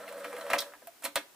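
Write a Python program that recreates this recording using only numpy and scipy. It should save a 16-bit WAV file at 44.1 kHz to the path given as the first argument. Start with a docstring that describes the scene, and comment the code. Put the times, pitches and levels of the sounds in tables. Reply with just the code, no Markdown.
"""A small electric sewing machine on a table sews a few slow stitches and stops; levers clack and snap after.
Gears and motor shake the plastic casing; each blow rings it, thumps the table and rattles the metal inside.
One light tap rings out and is damped by hand between the last stitch and the levers.
A curtained room answers briefly, over the hiss of a small stereo recorder."""
import sys
import numpy as np
from scipy import signal
from scipy.fft import rfft, irfft
from scipy.io import wavfile

SR = 44100
rng = np.random.default_rng(int(sys.argv[2]) if len(sys.argv) > 2 else 0)


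def master_out(mix):
    """Clip the mix to full scale and print it as 16-bit PCM to the path in sys.argv[1]."""
    frames = np.transpose(np.atleast_2d(mix))
    ceiling = np.clip(frames, -1, 1)
    pcm = np.round(ceiling * 32767).astype(np.int16)
    wavfile.write(sys.argv[1], SR, pcm)


N = 59535

# Blows in the mechanism, with relative levels: start_s, table_db, low_casing_db, upper_casing_db,
# clack_db, upper_clack_db, metal_db, fizz_db, rise_ms, rattle_decay_ms
BLOWS = [(0.033, -46.5, -60, -57, -42.5, -53, -73, -66, 1.11, 10.6),
         (0.076, -68, -79, -63, -43.5, -44, -64, -53, 4.2, 7.8),
         (.089, -79, -60, -71, -46.5, -63, -55, -50.5, 0.27, 8.3),
         (0.124, -79, -53, -49, -44, -52, -74, -46, 1.3, 2.6),
         (.145, -50, -34.5, -72, -55, -60, -82, -70, 1.13, 3),
         (0.1767, -73, -62, -72, -50, -60, -77, -49, 2, 3.4),
         (.1994, -81, -36, -68, -63, -54, -66, -51, 0.83, 10),
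         (.241, -46, -43, -71, -38.5, -41.5, -72, -44, 5, 5.5),
         (.328, -77, -52, -75, -39, -49, -75, -48.5, 0.8, 1.9),
         (0.3651, -43.5, -41.5, -71, -42, -44.5, -58, -47, 0.25, 5.7),
         (.382, -64, -52.5, -43, -42, -50.5, -62, -45.5, 1.28, 15),
         (0.41, -88, -38.5, -60, -42.5, -49, -48, -50, 0.73, 1.4),
         (0.4638, -72, -71, -50, -42, -51, -70, -50, 2.36, 4.4),
         (0.499, -29.5, -38, -30.5, -29, -33, -37.5, -34.5, 3.5, 8.3),
         (.512, -35, -32, -34, -39, -36, -59, -59, 1.6, 5),
         (.532, -50, -31.5, -23, -20, -24, -35, -27.5, 1.37, 2),
         (.541, -57, -48, -26, -33.5, -42, -55, -40, 0.81, 15),
         (.551, -55, -38, -29, -39, -44, -53, -55, 2.11, 6),
         (.563, -58, -35.5, -36, -41, -51, -55, -70, 2.16, 4.6),
         (0.5811, -54, -79, -71, -42, -35.5, -25.5, -29, 6.85, 6.7),
         (0.603, -57, -39, -73, -70, -60, -33, -33.5, 0.35, 8.9),
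         (.619, -85, -36, -49, -41, -44, -42, -40.5, 3.5, 1.8),
         (0.7188, -68, -62, -64, -48, -65, -85, -87, 3.04, 2.2),
         (0.7354, -52.5, -63, -60, -43.5, -53.5, -81, -58, 1.23, 3.3),
         (0.7506, -70, -67, -65, -49, -69, -80, -67, 1.2, 3.2),
         (0.8193, -48.5, -47.5, -52, -59, -76, -82, -80, 0.71, 7.1),
         (0.827, -55, -48, -66, -59, -84, -83, -80, 1.02, 5),
         (0.871, -61, -59, -48.5, -49, -55.5, -56.5, -50, 0.13, 1.3),
         (1.022, -40.5, -67, -52, -47.5, -58, -55, -45, 0.38, 21),
         (1.0327, -40.5, -46, -72, -45, -45, -61, -42, 3.9, 5.4),
         (1.039, -63, -62, -44, -45, -46, -39.5, -31, 3.7, 3.9),
         (1.049, -41, -45, -51, -34, -32.5, -33, -28.5, 4, 2.1),
         (1.055, -39.5, -41, -38.5, -35.5, -43.5, -70, -55, 4.07, 13),
         (1.156, -38.5, -49, -38, -24.5, -30, -27, -24, 1.24, 2.06),
         (1.163, -41, -32.5, -38.5, -30, -31, -37, -45, 1.78, 1.5),
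         (1.171, -50, -32.5, -32.5, -33, -36, -39, -53, 1.62, 5)]
# Running gear, with relative levels: time_s, gear_db, treble_db
GEAR_LEVELS = [(0.0, -43.5, -51), (0.046, -51.5, -55), (0.068, -44, -54.5), (0.154, -47, -55),
               (0.192, -43.5, -51), (0.23, -45, -52.5), (0.25, -36, -51), (0.29, -46.5, -50),
               (0.348, -43.5, -51.5), (0.424, -46, -49), (0.47, -43, -50.5), (0.544, -28.5, -48),
               (0.59, -42, -66), (0.65, -47, -51), (0.71, -57.5, -59), (0.8, -89, -88)]
# Low, main and upper modes of the casing, then the table top's: pitch_hz, gain_db, t60_s
CASING_LOW_MODES = [(395.5, -6, 0.18), (434, -3.5, 0.071), (510, 3, 0.094)]
CASING_MAIN_MODES = [(551.2, -2.2, 0.12), (573.2, -0.77, 0.1)]
CASING_UPPER_MODES = [(672.2, -3.5, 0.074)]
TABLE_MODES = [(159.7, -2.5, 0.27), (202, -1, 0.24), (235.5, 5, 0.17), (292.7, 10.5, 0.17),
               (327.6, 3, 0.15)]
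# Modes of the clack, its upper range and the metal parts: pitch_hz, gain_db
CLACK_MODES = [(870, 1.5), (975, 5), (1030, -1), (1170, 2), (1243, 0), (1290, 7), (1360, -13), (1450, 2),
               (1540, -14), (1680, 5.5), (1750, -18)]
UPPER_CLACK_MODES = [(1915, -12), (2015, -6), (2175, 3), (2335, -1.5), (2430, -3), (2600, -2), (2660, -32),
                     (2820, -4)]
METAL_MODES = [(3060, 1.5), (3305, -5), (3465, 4), (3750, -1.5), (4000, 2), (4235, 2), (4490, -1.5),
               (4755, -16)]
# Fizz of springs and thread: centre_hz, width_hz, gain_db
FIZZ_BANDS = [(9330, 3470, 3.5), (11830, 4470, 8), (15560, 5200, 8)]
# Modes that sing out on the hardest blows: start_s, pitch_hz, peak_db, t60_s
ACCENT_RINGS = [(.533, 1675, -28.5, 0.09), (.533, 2400, -29.5, 0.034), (.539, 993, -31.5, 0.087),
                (1.05, 2330, -37.5, .1), (1.053, 552, -38, 0.13), (1.157, 1243, -31.5, 0.11),
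                (1.158, 4180, -31, 0.044), (1.159, 3313, -33, 0.11), (1.16, 3530, -36, .08),
                (1.162, 967, -32.5, .1), (1.163, 565, -31, 0.14)]
# Brief high pings, likely small metal parts: start_s, pitch_hz, peak_db
PINGS = [(.078, 10700, -44), (.088, 13200, -38), (.412, 6300, -49), (.605, 13600, -23.5),
         (.605, 12400, -44), (1.048, 11600, -22)]
# Jolts of the table legs: start_s, peak_db
LEG_JOLTS = [(0.504, -61), (0.533, -53.5), (1.158, -76)]
# Relative levels of the casing hum, running and then stopping: time_s, low_db, main_db, upper_db
CASING_HUM_LEVELS = [
    [(0.0, -44, -53, -41), (0.024, -52.5, -53, -63), (0.054, -54, -46.5, -63), (0.074, -68, -58, -44),
     (0.094, -43.5, -71, -59), (0.112, -47, -38, -56), (0.13, -54, -47, -54), (0.162, -45.5, -41.5, -46),
     (0.188, -46.5, -63, -51), (0.206, -54.5, -52.5, -52.5), (0.226, -51.5, -45.5, -58),
     (0.252, -47.5, -50, -42.5), (0.29, -43.5, -48, -55), (0.312, -60, -37.5, -51),
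     (0.336, -37.5, -52, -50), (0.354, -42, -54, -57), (0.418, -53, -53, -43), (0.45, -44, -38, -60),
     (0.472, -43.5, -49, -56), (0.495, -47, -39.5, -45)],
    [(0.6, -46.5, -44, -58), (0.64, -70, -46.5, -55), (0.664, -60, -45, -61), (0.69, -51, -63, -67),
     (0.726, -70, -57, -62), (0.754, -79, -74, -72), (0.77, -79, -66, -76)],
]
# Spectral shape of the hiss: frequency_hz, density_db
HISS_SHAPE = [(18, -36), (30, -23.5), (204, -16.5), (303, -7.5), (801, -10.5), (1040, -12), (1130, -12.5),
              (1430, -12), (3670, -17), (14400, -18), (16000, -13.5)]

TOOTH_RATE_HZ, TOOTH_SPREAD_DB = 750, 1.5  # mean rate of random contacts, scatter of their strength
LOW_SHARE_DB, MAIN_SHARE_DB = -9.5, 0.5  # how a push divides between the low and main casing modes
STRIKE_DB, TABLE_PUSH_MS = -7, 12  # clean strike against the rattle; time for the table's shove to peak
CLATTER_DB, CLATTER_MS = -11.5, 16.1  # loose parts clatter on after each rattle
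CLACK_T60_S, METAL_T60_S, PING_T60_S = 0.1, 0.046, 0.011
JOLT_HZ, JOLT_T60_S = 66, 0.086
TIME_S = np.arange(N) / SR


def sewing_machine():
    """Blows and gears drive eight resonators: table, three casing ranges, two clacks, metal and fizz."""
    parts = [ring(m) for m in (TABLE_MODES, CASING_LOW_MODES, CASING_MAIN_MODES, CASING_UPPER_MODES)]
    parts += [clack(CLACK_MODES, CLACK_T60_S, crack_hz=(720, 2050), crack_db=7.5),
              clack(UPPER_CLACK_MODES, CLACK_T60_S, crack_hz=(1600, 3100), crack_db=7.5),
              clack(METAL_MODES, METAL_T60_S, crack_hz=(2650, 7000), crack_db=-0.5),
              fizz()]
    body = sum(signal.fftconvolve(force, part)[:N] for force, part in zip(blows() + gears(), parts))
    return amp(-5.5) * highpass(body, 392)  # too small to radiate bass


def blows():
    """Each blow shoves the table and rattles the small parts;
    at contact it pushes the casing and strikes the small parts together."""
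    size = SR // 8
    t_ms = np.arange(size) / SR * 1000
    force = np.zeros((8, N + size))
    for start_s, table_db, low_db, upper_db, *small_db, rise_ms, decay_ms in BLOWS:
        start = int(start_s * SR)
        contact = start + int(rise_ms * SR / 1000)
        noise = rng.standard_normal((5, size))
        shove = unit(noise[0] * t_ms * np.exp(-t_ms / TABLE_PUSH_MS))
        decay = np.exp(-t_ms / decay_ms) + amp(CLATTER_DB) * np.exp(-t_ms / CLATTER_MS)
        rattle = unit(noise[1:] * ramp(t_ms / rise_ms) * decay)
        force[0, start:start + size] += amp(table_db) * shove
        force[4:, start:start + size] += amp(small_db)[:, None] * rattle
        force[1:4, contact] += amp([low_db + LOW_SHARE_DB, low_db + MAIN_SHARE_DB, upper_db])
        force[4:7, contact] += amp(small_db[:3]) * amp(STRIKE_DB)
    return force[:, :N] * np.sqrt(0.012 * SR)  # a blow packs the energy of 12 ms at its level


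def gears():
    """Uneven tooth contacts shake every part while the gears turn."""
    gear_db, treble_db = level_curves(GEAR_LEVELS)
    casing_db = level_curves(CASING_HUM_LEVELS) - 2
    draw, chance = rng.random((8, N)), TOOTH_RATE_HZ / SR
    strength = amp(TOOTH_SPREAD_DB * rng.standard_normal((8, N)))
    teeth = (draw < chance) * np.sign(draw - chance / 2) * strength
    teeth[6:] += rng.standard_normal((2, N))  # smooth noise for metal and fizz
    drive_db = [gear_db - 8.5, *casing_db, gear_db, gear_db - 11.5, gear_db - 11, treble_db]
    return unit(teeth) * np.sqrt(N) * amp(drive_db)


def ring(modes):
    """A struck part rings in decaying modes of alternating polarity."""
    t = np.arange(SR // 4) / SR
    return unit(sum((-1) ** k * amp(db) * np.sin(2 * np.pi * hz * t) * 1000. ** (-t / t60)
                    for k, (hz, db, t60) in enumerate(modes)))


def clack(modes, t60_s, crack_hz, crack_db):
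    """A hard part rings with a short unpitched crack on the attack."""
    tone = ring([(hz, db, t60_s) for hz, db in modes])
    crack = band(band(signal.unit_impulse(len(tone)), *crack_hz), *crack_hz)
    return unit(tone + amp(crack_db) * unit(crack))


def fizz():
    """Springs and thread answer a tick with broad bands of treble."""
    tick = signal.unit_impulse(SR // 20)
    return unit(sum(amp(db) * unit(band(tick, hz - width / 2, hz + width / 2))
                    for hz, width, db in FIZZ_BANDS))


def accents():
    """High pings, singing modes and low jolts of the table legs sharpen single blows."""
    pings = [(*ping, PING_T60_S) for ping in PINGS]
    jolts = [(start_s, JOLT_HZ, db, JOLT_T60_S) for start_s, db in LEG_JOLTS]
    return sum(dying_tone(*row) for row in pings + ACCENT_RINGS + jolts)


def casing_hum(pitches_hz=(490.8, 566.7, 653), waver_depth=0.0125, waver_hz=34.5):
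    """The motor excites three casing tones that beat against each other and waver in pitch."""
    drift = signal.lfilter(*signal.butter(2, waver_hz, fs=SR), rng.standard_normal((3, N)))
    pitch_hz = np.array(pitches_hz)[:, None] * (1 + waver_depth * unit(drift) * np.sqrt(N))
    phase = 2 * np.pi * (np.cumsum(pitch_hz, axis=1) / SR + rng.random((3, 1)))
    return np.sum(amp(level_curves(CASING_HUM_LEVELS)) * np.sin(phase), axis=0)


def motor(partials_hz=(100, 200), rms_db=(-82, -69.5), stop_s=0.604, fade_s=0.074):
    """Faint mains hum of the windings until the pedal is let go."""
    hum = sum(amp(db) * np.sin(2 * np.pi * hz * TIME_S) for hz, db in zip(partials_hz, rms_db))
    return np.sqrt(2) * hum * ramp((stop_s - TIME_S) / fade_s)


def tap(start_s=0.872, tick_s=0.0012, rise_s=0.0089, held_s=0.017, damp_s=0.013):
    """A light tap: a bright tick and one clear ring that swells until a hand damps it."""
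    t = TIME_S - start_s
    burst = rng.standard_normal(N) * (t > 0) * np.exp(-np.maximum(t, 0) / tick_s)
    tick = amp(-28) * band(burst, 11400, 16600)
    tone = dying_tone(start_s, pitch_hz=673, level_db=-40.5, t60_s=0.32)
    return tick + tone * ramp(t / rise_s) * ramp(1 - (t - held_s) / damp_s)


def room(direct, crossover_hz=4350):
    """Curtains keep the answer short: thin in the bass, treble dying first, then a faint longer tail."""
    t = np.arange(SR // 2) / SR

    def reflections(t60_s):
        noise = widen(rng.standard_normal((2, len(t))), split_hz=2780, treble_db=2, full_band_db=-15)
        return unit(noise * 1000. ** (-t / t60_s) * ramp(t / 0.001))

    mids = amp(-7) * band(reflections(t60_s=0.094), 1000, crossover_hz)
    treble = amp(-3.5) * highpass(reflections(t60_s=0.047), crossover_hz)
    tail = amp(-12) * band(reflections(t60_s=0.28), 210, 10600)
    return direct + signal.fftconvolve(direct[None], mids + treble + tail, axes=1)[:, :N]


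def lean_right(left, right, shelf_hz=6500, shelf_db=-6, lag_s=18e-6):
    """The left channel gets less treble, a moment later."""
    dull = signal.filtfilt(*signal.butter(1, shelf_hz, fs=SR), left)
    shaded = dull + amp(shelf_db) * (left - dull)
    delay = np.exp(-2j * np.pi * np.fft.rfftfreq(N, 1 / SR) * lag_s)
    return np.array([irfft(rfft(shaded) * delay, N), right])


def hiss():
    """A steady bed of room and recorder hiss."""
    hz, db = np.array(HISS_SHAPE).T
    bins_hz = np.maximum(np.fft.rfftfreq(N, 1 / SR), 1)
    colour = amp(np.interp(np.log(bins_hz), np.log(hz), db))
    noise = irfft(rfft(rng.standard_normal((2, N))) * colour, N)
    return amp(-58.5) * widen(noise / noise.std(), split_hz=306, treble_db=-4, full_band_db=-17)


def widen(noises, split_hz, treble_db, full_band_db):
    """Stereo from a mid and a side noise, wider in the treble than in the bass."""
    mid, side = noises
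    side = amp(treble_db) * highpass(side, split_hz, order=1) + amp(full_band_db) * side
    return np.array([mid + side, mid - side])


def dying_tone(start_s, pitch_hz, level_db, t60_s):
    """One struck mode ringing out."""
    t = np.maximum(TIME_S - start_s, 0)
    return amp(level_db) * np.sin(2 * np.pi * pitch_hz * t) * 1000. ** (-t / t60_s)


def level_curves(rows):
    """Fader curves in dB, silent after the last row."""
    times_s, *columns = np.vstack(rows).T
    return np.array([np.interp(TIME_S, times_s, db, right=-120) for db in columns])


def amp(db):
    return 10 ** (np.asarray(db) / 20)


def ramp(x):
    return np.clip(x, 0, 1)


def unit(x):
    """Scale to unit energy."""
    return x / np.sqrt(np.sum(x ** 2, axis=-1, keepdims=True))


def band(x, lo_hz, hi_hz):
    return signal.sosfilt(signal.butter(2, [lo_hz, hi_hz], "band", fs=SR, output="sos"), x)


def highpass(x, hz, order=2):
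    return signal.lfilter(*signal.butter(order, hz, "high", fs=SR), x)


def scene():
    """The machine and the tap in the room, leaning right, over the hiss."""
    direct = sewing_machine() + accents() + casing_hum() + motor() + tap()
    return lean_right(*room(direct)) + hiss()


def record(dry):
    """A steep low-pass takes off the very top."""
    return signal.sosfilt(signal.ellip(10, .2, 80, 15330, fs=SR, output="sos"), dry)


dry = scene()
out = record(dry)
master_out(out)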